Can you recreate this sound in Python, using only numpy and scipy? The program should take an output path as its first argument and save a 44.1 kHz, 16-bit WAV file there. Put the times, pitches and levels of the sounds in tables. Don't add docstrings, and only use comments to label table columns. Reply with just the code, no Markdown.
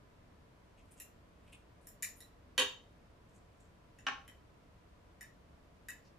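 import sys
import numpy as np
from scipy import signal
from scipy.fft import rfft, irfft, next_fast_len
from scipy.io import wavfile

SR = 44100
rng = np.random.default_rng(int(sys.argv[2]) if len(sys.argv) > 2 else 0)


def put_to_file(sound):
    columns = np.atleast_2d(sound).T
    safe = np.clip(columns, -1, 1)
    whole_steps = np.round(safe * 32767)
    wavfile.write(sys.argv[1], SR, whole_steps.astype(np.int16))


N = 272934
SIZE = 32768
HZ = np.fft.rfftfreq(SIZE, 1 / SR)


# [t/s, china level/dB, table level/dB, hardness/(dB per octave),
# level of rebounds relative to the blow/dB]
PLATE_KNOCKS = [(2.5781, -29, -36.5, 1.5, -6), (4.0662, -55, -34.5, -3.5, -19)]
# [f/Hz, bandwidth/Hz, level before the hardness tilt/dB]
PLATE_MODES = [(278, 17, -6), (408.6, 18.1, -4.5), (508, 15.7, 0.5), (965, 110, -10.5), (1060, 18.4, -15.5),
               (1122, 35.4, -6), (1660, 149, -7.5), (1928, 70.6, -8), (2459, 110, -11.5), (2690, 35, -7.5),
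               (2796, 66, -7), (2810, 29, -6), (3025, 29.15, -1), (3057, 56, -3), (3200, 40, -1.5),
               (3324, 160, -10), (3560, 8, -8.5), (3700, 6, -2), (3745, 44, -3), (4120, 170, -21),
               (4350, 128, -14.5), (4696, 77, -16), (5594, 150, -26.5), (6096, 72, -22), (6550, 280, -17.5),
               (7116, 110, -15), (7724, 286, -25), (9517, 365, -18.5), (11030, 299, -25.5),
               (13480, 299, -31.5)]
# [f/Hz, bandwidth/Hz, level before the hardness tilt/dB]
TABLE_MODES = [(272, 15.1, -16.5), (397, 33, -28.5), (510, 22.3, -13), (801, 48, -0.8), (1098.4, 29, 4),
               (1369, 62.7, 2.5), (1590, 80.5, 0.3), (1800, 88, 2.5), (2249, 240, -0.1), (2518, 27, 5.5),
               (2970, 176, 3), (3760, 110, -2.7), (4160, 341, -8.5), (5170, 282, -8.5), (5945, 150, -3),
               (7370, 190, -16.5), (10030, 213, -22.5)]
CHATTER_S, CHATTER_GROWS_S, CHATTER_THUD_DB = 0.0046, 0.0024, -5.5
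KNOCK_CRACK_DB = -21


def knocks(linger=0.98, count=4):
    out = np.zeros((2, N))
    delays = np.cumsum(CHATTER_S + CHATTER_GROWS_S * np.arange(count - 1))
    for s, ring_db, thud_db, hardness_db, rebound_db in PLATE_KNOCKS:
        impacts = [(s, ring_db, thud_db)]
        for delay in delays:
            impacts.append((s + delay, ring_db + rebound_db, thud_db + rebound_db + CHATTER_THUD_DB))
        for at, china_db, wood_db in impacts:
            china = amp(china_db) * struck(PLATE_MODES, hardness_db)
            wood = amp(wood_db) * struck(TABLE_MODES, hardness_db)
            blow = china + wood + amp(china_db + KNOCK_CRACK_DB) * crack()
            add(out, at, in_room(blow, echo_db=4.5, linger=linger))
    return out


# [t/s, knife level/dB, fork level/dB,
# ring level/dB, ring f/Hz, hardness/(dB per octave), left minus right level/dB]
CUTLERY_CLICKS = [(0.9998, -63.5, -53.5, -61.5, 2746, 0, 1), (1.87, -66.5, -58, -74, 7600, 4.5, 0),
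                  (2.0236, -46.5, -50, -47.5, 6970, 4.5, 2), (2.0286, -49.5, -43.5, -61.5, 5870, -3.6, 2),
                  (2.2043, -62.5, -62.5, -65, 3960, 4, -1), (3.9862, -65.5, -96, -72, 2670, -0.2, 3),
                  (4.278, -63.5, -66, -66.5, 3080, -5, 0.5), (5.2090, -54, -63, -67, 8870, -2.4, 1),
                  (5.885, -48.5, -56.5, -61, 2630, -1.5, 1)]
# [f/Hz, bandwidth/Hz, level before the hardness tilt/dB]
KNIFE_MODES = [(1743, 94, 0), (1920, 68, 5.5), (2570, 45, -8.5), (2934, 83, -9.5), (3717, 70, -8),
               (5680, 960, -12), (7030, 300, -4), (8540, 300, -12.5), (9030, 100, -11.5), (10900, 610, -18),
               (12600, 510, -37), (14100, 460, -23)]
# [f/Hz, bandwidth/Hz, level before the hardness tilt/dB]
FORK_MODES = [(2380, 160, 4), (2710, 270, -11.5), (3960, 190, 1), (5650, 1100, 1), (5920, 550, -3.5),
              (6640, 97, -7), (7420, 590, 7), (9260, 200, 8.5), (10000, 350, 11), (11010, 190, 14.5),
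              (11880, 590, 9), (13400, 270, 9.5)]
RING_WIDTH_HZ = 76
CLICK_CRACK_DB = -11


def clicks():
    out = np.zeros((2, N))
    for s, knife_db, fork_db, ring_db, ring_hz, hardness_db, pan_db in CUTLERY_CLICKS:
        knife = amp(knife_db) * struck(KNIFE_MODES, hardness_db)
        fork = amp(fork_db) * struck(FORK_MODES, hardness_db)
        ring = amp(ring_db) * struck([(ring_hz, RING_WIDTH_HZ, 0)], hardness_db)
        crack_gain = amp(CLICK_CRACK_DB) * np.hypot(amp(knife_db), amp(fork_db))
        tap = knife + fork + ring + crack_gain * crack()
        pan = amp([[pan_db / 2], [-pan_db / 2]])
        add(out, s, in_room(tap, echo_db=6, linger=0.88) * pan)
    return out


# [t/s, duration/s, steel hiss level/dB, hiss centre f/Hz, china rasp level/dB]
PLATE_SCRAPES = [(0.772, 0.037, -83, 7300, -73.5), (0.909, 0.029, -68.5, 9200, -79),
                 (0.962, 0.083, -68.5, 7500, -77), (1.471, .015, -85, 8500, -74.5),
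                 (1.52, .028, -68, 8800, -63), (1.805, 0.14, -79.5, 8900, -93),
                 (2.156, 0.049, -69, 10700, -95), (3.332, 0.051, -74.5, 7460, -95),
                 (3.599, 0.022, -72.5, 7400, -91), (6.043, 0.05, -74.5, 4950, -84.5)]
STEEL_OCTAVES, CHINA_HZ, CHINA_OCTAVES = 0.28, 2680, 0.23
DRAG_LEAD_S, DRAG_S, DRAG_DB = 0.12, 0.3, -22.5
CATCH_WITHIN_S, CATCH_S, CATCH_DB = 0.055, 0.009, -10


def scrapes(count=3):
    out = np.zeros((2, N))
    for s, length, steel_db, centre_hz, china_db in PLATE_SCRAPES:
        offsets = CATCH_WITHIN_S * rng.uniform(-0.92, 1, count)
        catches = sum(swell(DRAG_LEAD_S + offset, CATCH_S) for offset in offsets)
        drag = swell(0, DRAG_S)
        bite = swell(DRAG_LEAD_S, length)
        pressure = bite + amp(DRAG_DB) * drag + amp(CATCH_DB) * catches
        hiss = amp(steel_db) * rubbing(centre_hz, STEEL_OCTAVES)
        rasp = amp(china_db) * rubbing(CHINA_HZ, CHINA_OCTAVES)
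        add(out, s - DRAG_LEAD_S, in_room(rfft(pressure * (hiss + rasp)), echo_db=-3.0))
    return out


def rubbing(centre_hz, octaves, slips_per_s=900, scatter_db=5):
    slips = (rng.random(SIZE) < slips_per_s / SR) * amp(scatter_db * rng.standard_normal(SIZE))
    signed_slips = unit(slips * rng.choice([-1, 1], SIZE))
    rub = signed_slips + 0.5 * rng.standard_normal(SIZE)

    def band(hz):
        return 1 / (1 + (np.log2((hz + 1) / centre_hz) / octaves) ** 2)
    return unit(filtered(rub, band))


def swell(start, length, skew=0.75):
    progress = np.clip((np.arange(SIZE) / SR - start) / length, 0, 1)
    return np.sin(np.pi * progress ** skew)


CRACK_S, CRACK_HZ = 0.0013, 7000


def crack():
    burst = rng.standard_normal(SIZE) * np.exp(-np.arange(SIZE) / SR / CRACK_S)
    high_pass = (1j * HZ / (CRACK_HZ + 1j * HZ)) ** 2
    return over_10_ms(rfft(burst) * high_pass)


def struck(modes, hardness_db):
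    return over_10_ms(resonances(modes, HZ, hardness_db))


def over_10_ms(spectrum):
    return spectrum * np.sqrt(SR / 100 / np.sum(irfft(spectrum) ** 2))


def resonances(modes, hz, tilt_db=0, swell_hz=500, spread=0.001639):
    f, w, db = np.transpose(modes)[:, :, None]
    onset = np.exp(-2j * np.pi * hz * spread * rng.random(f.shape))
    gain = amp(db + tilt_db * np.log2(f)) * onset
    resonance = hz * w / (f * f - hz * hz + 1j * hz * w)
    build_up = 1 / (1 + 1j * (hz - f) / swell_hz)
    return np.sum(gain * resonance * build_up, axis=0)


# [f/Hz, t60/s]
REVERB_DECAY = [(250, 0.37), (500, 0.34), (800, 0.36), (1100, 0.42), (1500, 0.3027), (3000, 0.33),
                (7000, 0.3233), (10000, 0.21), (14000, 0.3)]
# [f/Hz, correlation (no unit)]
TAIL_LIKENESS = [(250, 0.25), (1000, 0.35), (3000, 0.427), (7000, 0.094), (14000, .1)]
# [delay/s, level/dB]
FIRST_REFLECTIONS = [(.0045, -18), (0.0117, -16), (0.0189, -3.5)]


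def in_room(spectrum, echo_db, linger=1, build=0.0012):
    hz, t, z = signal.stft(stereo_noise(TAIL_LIKENESS, SIZE), SR, nperseg=256)
    decay = amp(-60 * t / linger / along(REVERB_DECAY, hz)[:, None])
    tail = signal.istft(z * decay, SR, nperseg=256)[1][:, :SIZE]
    tail = tail * (1 - np.exp(-np.arange(SIZE) / SR / build))
    tail = tail / np.sqrt(np.sum(tail ** 2) / 2)
    walls = 0
    for s, db in FIRST_REFLECTIONS:
        delay = abs(s + rng.normal(0, 0.0001, (2, 1)))
        walls = walls + amp(db) * np.exp(-2j * np.pi * HZ * delay)
    response = 1 + walls + amp(echo_db) * rfft(tail)
    return irfft(spectrum * response)[:, :SIZE // 2]


# [f/Hz, relative level per Hz/dB]
AIR_SPECTRUM = [(12, -38.5), (20, -7), (71, -1), (200, -11.5), (229, -10), (294, -12), (337, -12.5),
                (386, -16), (468, -11), (508, -18), (706, -13.5), (766, -20), (980, -18), (2170, -26),
                (14000, -46.5)]
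# [f/Hz, correlation (no unit)]
AIR_LIKENESS = [(60, 0.98), (150, 0.87), (380, 0.45), (950, 0.02994), (2380, 0.027), (5980, 0.0598),
                (15000, 0.024)]
# [f/Hz, bandwidth/Hz, relative level/dB]
ROOM_MODES = [(75, 4.6, -7), (110.1, 7.7, -8), (177, 14, 2), (226.2, 11, -8), (274.4, 9.7, -4.5),
              (580, 49, -4), (990, 27, -4.5)]


def room_air(air_db=-62, drone_db=-72):
    air = unit(filtered(stereo_noise(AIR_LIKENESS, N), lambda hz: amp(along(AIR_SPECTRUM, hz))))
    drone = unit(filtered(stereo_noise(AIR_LIKENESS, N), lambda hz: resonances(ROOM_MODES, hz)))
    return amp(air_db) * air + amp(drone_db) * drone


def stereo_noise(alike, size):
    def mid_side(hz):
        angle = np.arccos(np.clip(along(alike, hz), -1, 1)) / 2
        return np.array([np.cos(angle), np.sin(angle)])
    mid, side = filtered(rng.standard_normal((2, size)), mid_side)
    return np.array([mid + side, mid - side])


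def filtered(x, response):
    n = x.shape[-1]
    m = next_fast_len(n + SIZE // 4)
    return irfft(rfft(x, m) * response(np.fft.rfftfreq(m, 1 / SR)), m)[..., :n]


def along(points, hz):
    f, v = np.transpose(points)
    return np.interp(np.log(hz + 1), np.log(f + 1), v)


def amp(db):
    return 10 ** (np.asarray(db) / 20)


def unit(x):
    return x / np.sqrt(np.mean(x ** 2) + 1e-20)


def add(track, s, sound):
    part = track[:, max(round(s * SR), 0):][:, :sound.shape[1]]
    part += sound[:, :part.shape[1]]


def scene():
    return knocks() + clicks() + scrapes() + room_air()


EDGE_HZ, TOP_HZ = 14500, 16500


def record(dry):
    return filtered(dry, lambda hz: (hz < TOP_HZ) / np.sqrt(1 + (hz / EDGE_HZ) ** 80))


dry = scene()
out = record(dry)
put_to_file(out)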